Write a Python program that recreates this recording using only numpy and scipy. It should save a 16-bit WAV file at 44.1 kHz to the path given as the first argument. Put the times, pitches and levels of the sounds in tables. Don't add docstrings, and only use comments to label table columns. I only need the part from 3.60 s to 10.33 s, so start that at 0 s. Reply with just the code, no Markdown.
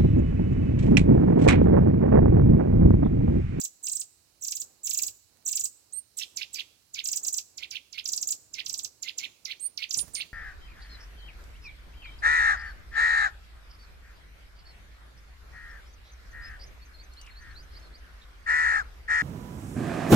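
import sys
import numpy as np
from scipy import signal
from scipy.fft import rfft, irfft
from scipy.io import wavfile
from scipy.ndimage import uniform_filter1d

SR = 44100
rng = np.random.default_rng(int(sys.argv[2]) if len(sys.argv) > 2 else 0)


def wav_out(sig):
    wavfile.write(sys.argv[1], SR, np.round(np.clip(np.atleast_2d(sig).T, -1, 1) * 32767).astype(np.int16))


N = 296793
TIME_S = np.arange(N) / SR

# (start [s], crest [Hz], arch [dB], first plunge [dB], soft start [dB], pressure [dB],
# fade [dB/ms])
TRILLS = [(0, 8010, -25.5, -28.5, 0, -1, 3.5), (.25, 8250, -28, -28.5, 0.5, -3, 3),
          (.83, 8003, -28.5, -28.5, 0.5, 0.5, 2.8), (1.25, 7964, -24.5, -27.5, 2, 2.5, 2),
          (1.87, 8126, -25, -26.5, 1.5, -1, 2.9), (3.43, 8045, -24.5, -24.5, 8, 0, 2.5),
          (3.63, 8055, -25.5, -25, 1.5, -1.5, 3.5), (4.43, 8040, -27.5, -24, 15, -3, 3),
          (4.67, 8040, -26, -28.5, -0.5, -2.5, 3.4), (5.04, 8143, -32.5, -22.5, 15, -0.5, 2.5),
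          (6.28, 7950, -24, -19, 14, -4, 3)]
# (mid-plunge time [s], accent [dB])
CHIPS = [(.016, -0.5), (.053, 0), (.271, 0.5), (0.2986, 1.5), (.334, 2.5), (.371, 1.5), (0.4144, 0),
         (.851, -1.5), (.885, 0.5), (.923, 1.5), (.9706, .5), (1.0192, -1), (1.2736, -1), (1.311, .5),
         (1.349, 1.5), (1.39, 2), (1.436, 0.5), (1.4813, 0), (1.8907, 0.5), (1.9303, 0), (1.973, 2),
         (2.0122, 0.5), (2.0563, -0.5), (3.458, -1), (3.489, 0), (3.5324, 0), (3.5745, .5), (3.651, -1),
         (3.6847, 0.5), (3.7442, -1), (3.7845, 0), (4.459, -0.5), (4.492, 1), (4.5354, 1), (4.578, -1),
         (4.6299, 0), (4.6903, 0), (4.724, 1.5), (5.0642, -1), (5.0984, 0), (5.1429, 0), (5.1933, -0.5),
         (5.2487, -1), (6.311, -3.5), (6.345, -1.5), (6.39, -1.5)]
CHIP_PLUNGE_MS = 9.65


def trills(warm_up_chips=0.82, flat_hz_per_db=21.5, tiring_db=0.7, lag_ms=0.5):
    out = np.zeros(N)
    ends = [row[0] for row in TRILLS[1:]] + [np.inf]
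    for (start, crest_hz, arch_db, plunge_db, soft_db, press_db, fade), end in zip(TRILLS, ends):
        run = [row for row in CHIPS if start <= row[0] < end]
        for k, (s, accent_db) in enumerate(run):
            pace, depth, tune = 1 + np.array([0.06, 0.21, 0.0072]) * rng.standard_normal(3)
            cold_db = soft_db * np.exp(-k / warm_up_chips)
            ms, hz, db = chip(crest_hz * tune - flat_hz_per_db * cold_db, arch_db - cold_db,
                              plunge_db - tiring_db * k, fade * depth)
            times = s + (ms - CHIP_PLUNGE_MS + lag_ms) / 1000 * pace
            add(out, times[0], nuthatch(times, hz, db + accent_db, press_db, slackness=0, hiss_db=-22))
    return out


def chip(crest_hz, arch_db, plunge_db, fade_db_per_ms, hold_ms=7.58):
    ms = np.arange(-12.5, 19, 0.5)
    hz = swoop(ms, crest_hz, 0.21 * crest_hz, CHIP_PLUNGE_MS, climb_hz_per_ms=159.95, steepness=3.545)
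    db = arch_db + (plunge_db - arch_db) * ramp(ms, start=2.77, length=5.25)
    db -= 20 * (1 - ramp(ms, start=ms[0], length=5.6))
    db -= 4 * bell(ms - 2, width=1.7)
    db += 4 * bell(ms - CHIP_PLUNGE_MS + 1, width=1.82)
    db -= fade_db_per_ms * np.maximum(ms - hold_ms, 0)
    return ms, hz, db


# (crest time [s], crest [Hz], low pitch [Hz], level [dB])
OPENERS = [(0.237, 8130, 6180, -31.5), (0.82, 8030, 5740, -33.5), (1.2421, 7900, 6516, -27.5),
           (1.86, 7930, 5754, -28.5)]


def openers():
    out = np.zeros(N)
    for s, crest_hz, low_hz, db in OPENERS:
        times = s + np.array([-9.5, -7, 0.5, 3, 7, 13]) / 1000
        hz = [6800, 0.94 * crest_hz, crest_hz, (crest_hz + low_hz) / 2, low_hz, 1.02 * low_hz]
        levels_db = db + np.array([-13, -12.5, -0.5, 0.5, -0.5, -16.5])
        add(out, times[0], nuthatch(times, hz, levels_db, press_db=-0.5, slackness=0, hiss_db=-42.5))
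    return out


# (plunge time [s], flick time [s], crest [Hz], trough [Hz], flick [Hz], arch [dB],
# plunge [dB], flick [dB])
DIPS = [(2.589, 2.629, 8130, 2397, 5422, -33, -25, -27), (2.774, 2.8272, 7480, 2080, 5440, -31.5, -26, -26),
        (2.946, 3.0017, 7870, 2208, 4767, -36.5, -26, -26.5),
        (3.3474, 3.397, 7316, 2103, 5390, -37.5, -26.5, -26),
        (3.982, 4.0401, 7208, 2032, 4890, -37, -30, -29.5),
        (4.113, 4.1642, 7330, 2190, 4520, -50, -26.5, -27),
        (4.331, 4.3936, 7213, 2084, 5240, -53, -29, -28), (4.9433, 4.999, 7250, 1991, 5070, -36, -28, -26),
        (5.433, 5.4902, 7250, 1960, 5154, -29.5, -28, -28),
        (5.5878, 5.648, 7400, 2077, 4444, -32.5, -25.5, -27.5),
        (5.856, 5.9177, 7060, 1980, 4586, -46, -25.5, -26),
        (6.1773, 6.2362, 6962, 2073, 4823, -56.5, -24, -25.5),
        (6.5539, 6.616, 7310, 2077, 4740, -35.5, -24, -26)]


def dipping_notes(onset_hz=6888, climb_hz_per_ms=113.5, plunge_ms=10.8, droop_hz_per_ms=26, tail_ms=16):
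    out = np.zeros(N)
    for plunge_s, flick_s, crest_hz, trough_hz, flick_hz, arch_db, plunge_db, flick_db in DIPS:
        crest_s = plunge_s + (1 - plunge_ms) / 1000
        flick_ms = (flick_s - crest_s) * 1000
        climb_hz = crest_hz - onset_hz
        ms = np.arange(-climb_hz / climb_hz_per_ms, flick_ms + tail_ms, 0.5)
        late_ms = ms - flick_ms
        hz = swoop(ms, crest_hz, trough_hz, plunge_ms, climb_hz_per_ms, steepness=4.1)
        hz += (flick_hz - trough_hz) / (1 + (late_ms / 4.2) ** 2)
        hz -= droop_hz_per_ms * np.maximum(late_ms, 0)
        db = dip_level(ms, late_ms, plunge_ms, arch_db, plunge_db, flick_db)
        press_db = dip_pressure(ms, late_ms, climb_hz)
        slackness = ramp(ms, start=8.5, length=24.3) * (1 - ramp(late_ms, start=-14, length=9.53))
        times = crest_s + ms / 1000
        add(out, times[0], nuthatch(times, hz, db, press_db, slackness, hiss_db=-12.5))
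    return out


def dip_level(ms, late_ms, plunge_ms, arch_db, plunge_db, flick_db, drop_db=20, fade_db_per_ms=2.5):
    db = arch_db + (plunge_db - arch_db) * ramp(ms, start=2.2, length=7.9)
    db -= drop_db * ramp(ms, start=8.13, length=8.06)
    db += (flick_db - plunge_db + drop_db) * ramp(late_ms, start=-20, length=15)
    db -= 18 * (1 - ramp(ms, start=ms[0], length=7))
    db += 3 * bell(ms - plunge_ms + 1, width=2.2)
    db -= 8 * bell(late_ms, width=3.55)
    return db - fade_db_per_ms * np.maximum(late_ms - 5, 0)


def dip_pressure(ms, late_ms, climb_hz, arch_db=-11.5, trough_db=4.5, flick_db=-17, db_per_hz=0.0092):
    db = arch_db + db_per_hz * climb_hz
    db += (trough_db - arch_db) * ramp(ms, start=11.27, length=3)
    return db + (flick_db - trough_db) * ramp(late_ms, start=-27, length=13.7)


def swoop(ms, crest_hz, bottom_hz, plunge_ms, climb_hz_per_ms, steepness):
    height = 1 / (1 + (np.maximum(ms, 0) / plunge_ms) ** steepness)
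    return bottom_hz + (crest_hz - bottom_hz) * height + climb_hz_per_ms * np.minimum(ms, 0)


# (fundamental [Hz], relative level [dB])
OCTAVE = [(2100, -9), (2600, -1), (3800, -17.5), (5200, -22), (6500, -16.5), (7400, -11.5), (7900, -25)]
# (frequency [Hz], density [dB])
TIGHT_HISS = [(1600, -22.5), (2500, -6), (3500, 4), (7000, 4), (9500, 3.5), (13000, 5), (16000, -14.5)]
# (frequency [Hz], density [dB])
SLACK_RASP = [(1400, -33), (2000, -5.5), (2700, 2), (4200, -1), (5500, -24), (8000, -26.5), (14000, -23.5)]
TOP_HZ = 16300


def nuthatch(times, pitches_hz, levels_db, press_db, slackness, hiss_db):
    hz, phase, envelope = syrinx(times, pitches_hz, levels_db, waver=0.0069, flutter_db=2)
    n = len(hz)
    t = times[0] + TIME_S[:n]
    pressure = undb(np.interp(t, times, np.full(len(times), press_db)))
    slack = np.interp(t, times, np.full(len(times), slackness))
    half_phase = phase / 2 + walk(n, 923)
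    halves = undb(-25) * np.sin(phase + half_phase) + undb(-30) * np.sin(half_phase)
    partials = undb(at(OCTAVE, hz)) * np.sin(2 * phase)
    partials += undb(-30) * (hz < TOP_HZ / 3) * np.sin(3 * phase)
    partials += ramp(hz, start=5000, length=2000) * halves
    growl_depth = 0.16 * slack * np.clip(1 + 0.5 * walk(n, 128), 0, 2)
    growl = growl_depth * np.sin(phase / 3 + 1.25 * walk(n, 299.5))
    hiss = undb(hiss_db) * pressure * ramp(hz, start=2600, length=2500) * noise(TIGHT_HISS, n)
    rasp = undb(-2) * slack * noise(SLACK_RASP, n)
    return envelope * (np.sin(phase) * (1 + growl) + pressure * partials + hiss + rasp)


def syrinx(times, pitches_hz, levels_db, waver, flutter_db, edge_s=0.00026):
    t = np.arange(times[0], times[-1], 1 / SR)
    hz = uniform_filter1d(np.interp(t, times, pitches_hz), size=100, mode="nearest")
    hz *= 1 + waver * walk(len(t), 693)
    db = np.interp(t, times, levels_db) + flutter_db * walk(len(t), 405)
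    edges = ramp(np.minimum(t - t[0], t[-1] - t), 0, edge_s)
    return hz, 2 * np.pi * np.cumsum(hz) / SR, np.sqrt(2) * undb(db) * edges


# (first crest [s], last crest [s], first crest [Hz], sag [Hz], last crest [Hz],
# first level [dB], last level [dB])
WHISTLES = [(2.336, 2.389, 8650, 8282, 9089, -29, -26), (6.009, 6.065, 8950, 8440, 9348, -32, -21),
            (6.377, 6.416, 9530, 8950, 9700, -22.5, -21), (6.546, 6.591, 9817, 8600, 9330, -26.5, -31.5)]


def tit(scoop_s=0.01206, scoop_hz_per_s=215000, sag_s=0.0154, drop_s=0.0142, drop_hz_per_s=54700):
    out = np.zeros(N)
    for start_s, end_s, start_hz, sag_hz, end_hz, start_db, end_db in WHISTLES:
        times = np.arange(start_s - scoop_s, end_s + drop_s, 0.001)
        early_s, late_s = np.maximum(start_s - times, 0), np.maximum(times - end_s, 0)
        sagged = ramp(times, start_s, sag_s)
        climbed = ramp(times, start_s + sag_s, end_s - start_s - sag_s)
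        hz = sag_hz + (start_hz - sag_hz) * (1 - sagged) ** 2 + (end_hz - sag_hz) * climbed ** 1.73
        hz -= scoop_hz_per_s * early_s + drop_hz_per_s * late_s
        db = np.interp(times, [start_s, end_s], [start_db, end_db]) - 3 * sagged * (1 - climbed)
        db -= 15 * early_s / scoop_s + 17 * late_s / drop_s
        _, phase, envelope = syrinx(times, hz, db, waver=0.0022, flutter_db=1)
        tone = np.sin(phase) + undb(-29) * np.sin(phase / 2) + undb(-24) * np.sin(1.5 * phase)
        add(out, times[0], envelope * tone)
    return out


# (time [s], level [dB])
WINGBEATS = [(6.373, -43), (6.428, -44), (6.48, -44), (6.541, -48), (6.601, -49), (6.655, -54.5)]
# (frequency [Hz], density [dB])
WING_AIR = [(20, -6), (45, 0.5), (90, 0), (220, -7.5), (500, -13.5), (1300, -21.5), (4000, -28.5),
            (15000, -26)]


def wings(rise_s=0.00725, fade_s=0.0269):
    strokes = sum(undb(db) * np.exp(-np.maximum((s - TIME_S) / rise_s, (TIME_S - s) / fade_s))
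                  for s, db in WINGBEATS)
    right = noise(WING_AIR)
    left = undb(-12) * (0.5 * right + 0.6 * noise(WING_AIR))
    return strokes * np.array([left, right])


# (time [s], level [dB])
SEED_CLICKS = [(1.772, -45), (1.826, -50)]


def seed_clicks(fade_s=0.00045):
    out, t = np.zeros(N), TIME_S[:400]
    for s, db in SEED_CLICKS:
        add(out, s, undb(db) * rng.standard_normal(len(t)) * np.exp(-t / fade_s))
    return out


# (frequency [Hz], gain [dB])
SCATTER = [(1800, 2.5), (3000, -3), (4500, -0.5), (7000, 0.5), (10000, 6.5), (15000, 7.5)]


def woods(x, near_db, far_db, near_t60_s=0.1, far_t60_s=0.597, gap_s=0.0021):
    t = TIME_S[:SR]
    near = rng.standard_normal(SR) * np.exp(0.45 * walk(SR, 911.8))
    near *= undb(-60 * t / near_t60_s) * (t > gap_s)
    far = rng.standard_normal(SR) * undb(-60 * t / far_t60_s) * ramp(t, start=0, length=0.022)
    echoes = undb(near_db) * near / np.linalg.norm(near) + undb(far_db) * far / np.linalg.norm(far)
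    return rfft(signal.fftconvolve(x, echoes)[:N]) * undb(at(SCATTER, bins()))


# (frequency [Hz], gain [dB])
LEFT_SHADE = [(1500, -11), (3000, -13.5), (4100, -12.5), (5400, -13.5), (7200, -5), (8000, -17),
              (8700, -19), (9600, -19.5), (10800, -23), (16000, -23)]


def from_right(x, near_db, far_db, left_lag_s=0.000473, left_scatter_db=5.5):
    delayed = rfft(x) * np.exp(-2j * np.pi * bins() * left_lag_s)
    left = delayed + undb(left_scatter_db) * woods(x, near_db, far_db)
    left *= undb(at(LEFT_SHADE, bins()))
    right = rfft(x) + woods(x, near_db, far_db)
    return irfft(np.array([left, right]), N)


# (frequency [Hz], density [dB])
AIR_SPECTRUM = [(15, -45), (25, -12.5), (97, -2.5), (157, -11.5), (344, -8.5), (405, -10.5), (677, -14.5),
                (936, -16), (1370, -17.5), (1480, -17.5), (1890, -19.5), (2910, -16), (3430, -20.5),
                (4030, -10), (16000, -22.5)]
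# (frequency [Hz], power share [0-1])
AIR_COHERENCE = [(60, 0.793), (130, 0.47), (290, 0.39), (640, 0.44), (1400, 0.071), (3000, 0.028)]
# (frequency [Hz], gain [dB])
AIR_BALANCE = [(60, -5.5), (200, -7), (400, -9), (4400, -7.5), (8000, -10), (15000, -12.5)]
# (time [s], half width [s], murmur lift [dB],
# rumble lift [dB])
LOW_SWELLS = [(0.27, 0.072, -0.5, 0), (1.046, 0.043, 5.5, 0), (1.46, 0.115, 5.5, 8.5),
              (2.022, 0.055, 3.5, 7), (2.64, .04, 3.5, 1), (3.64, 0.0463, 9.5, -8), (4.58, 0.26, 1.5, -0.5),
              (4.953, .1, -1, 5), (5.12, 0.09, 8, 5), (5.651, 0.069, 5, 4.5)]


def air(rumble_hz=150, murmur_hz=1500, growth_db_per_s=0.44):
    shared, own = rfft(noise(AIR_SPECTRUM)), rfft([noise(AIR_SPECTRUM), noise(AIR_SPECTRUM)])
    coherence, balance_db = at(AIR_COHERENCE, bins()), at(AIR_BALANCE, bins())
    spectra = np.sqrt(coherence) * shared + np.sqrt(1 - coherence) * own
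    spectra *= undb(np.array([balance_db, -balance_db]) / 2)
    murmur_db = 3 + growth_db_per_s * TIME_S + 1.5 * walk(N, 8)
    rumble_db = 6 + 1.5 * walk(N, 9)
    for s, width_s, murmur_lift_db, rumble_lift_db in LOW_SWELLS:
        swell = bell(TIME_S - s, width_s)
        murmur_db += murmur_lift_db * swell
        rumble_db += rumble_lift_db * swell
    rumble = undb(rumble_db) * irfft(spectra * low_band(rumble_hz), N)
    murmur = undb(murmur_db) * irfft(spectra * (low_band(murmur_hz) - low_band(rumble_hz)), N)
    hiss = irfft(spectra * (1 - low_band(murmur_hz)), N)
    return rumble + murmur + hiss


def undb(db):
    return 10 ** (np.asarray(db) / 20)


def at(points, hz):
    freqs, values = np.transpose(points)
    return np.interp(np.log(np.maximum(hz, 1)), np.log(freqs), values)


def bins():
    return np.arange(N // 2 + 1) * SR / N


def low_band(corner_hz):
    return 1 / (1 + (bins() / corner_hz) ** 4)


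def noise(points, size=N):
    gain = undb(at(points, np.fft.rfftfreq(size, 1 / SR)))
    x = irfft(rfft(rng.standard_normal(size)) * gain, size)
    return x / np.std(x)


def walk(size, rate_hz):
    steps = np.arange(size) * rate_hz / SR
    knots = int(steps[-1]) + 2
    return 1.38 * np.interp(steps, np.arange(knots), rng.standard_normal(knots))


def bell(x, width):
    return np.exp(-(x / width) ** 2)


def ramp(x, start, length):
    return np.clip((x - start) / length, 0, 1)


def add(out, s, x):
    start = int(round(s * SR))
    skip = max(-start, 0)
    part = x[skip:len(out) - start]
    out[start + skip:start + skip + len(part)] += part


def suppressor(x, shut_db=-60, range_db=32, depth_db=4, window_s=0.059, below_hz=1500):
    power = uniform_filter1d(np.mean(x ** 2, axis=0), size=int(window_s * SR))
    opened = ramp(10 * np.log10(np.maximum(power, 1e-12)), shut_db, range_db)
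    low = irfft(rfft(x) * low_band(below_hz), N)
    return x + low * (undb(-depth_db * (1 - opened)) - 1)


def scene():
    chips = from_right(undb(-1.2772) * (trills() + openers()), near_db=-4, far_db=-22)
    dips = from_right(dipping_notes(), near_db=-7, far_db=-19)
    whistles = from_right(undb(-2.5) * tit(), near_db=-17, far_db=-34)
    clicks = from_right(seed_clicks(), near_db=-21, far_db=-20)
    return chips + dips + whistles + clicks + wings() + undb(-67) * air()


def record(dry):
    bass_cut = signal.butter(2, 44, "highpass", fs=SR, output="sos")
    top_cut = signal.ellip(10, 0.2, 70, TOP_HZ, fs=SR, output="sos")
    return signal.sosfilt(top_cut, signal.sosfilt(bass_cut, suppressor(dry)))


dry = scene()
out = record(dry)
wav_out(out)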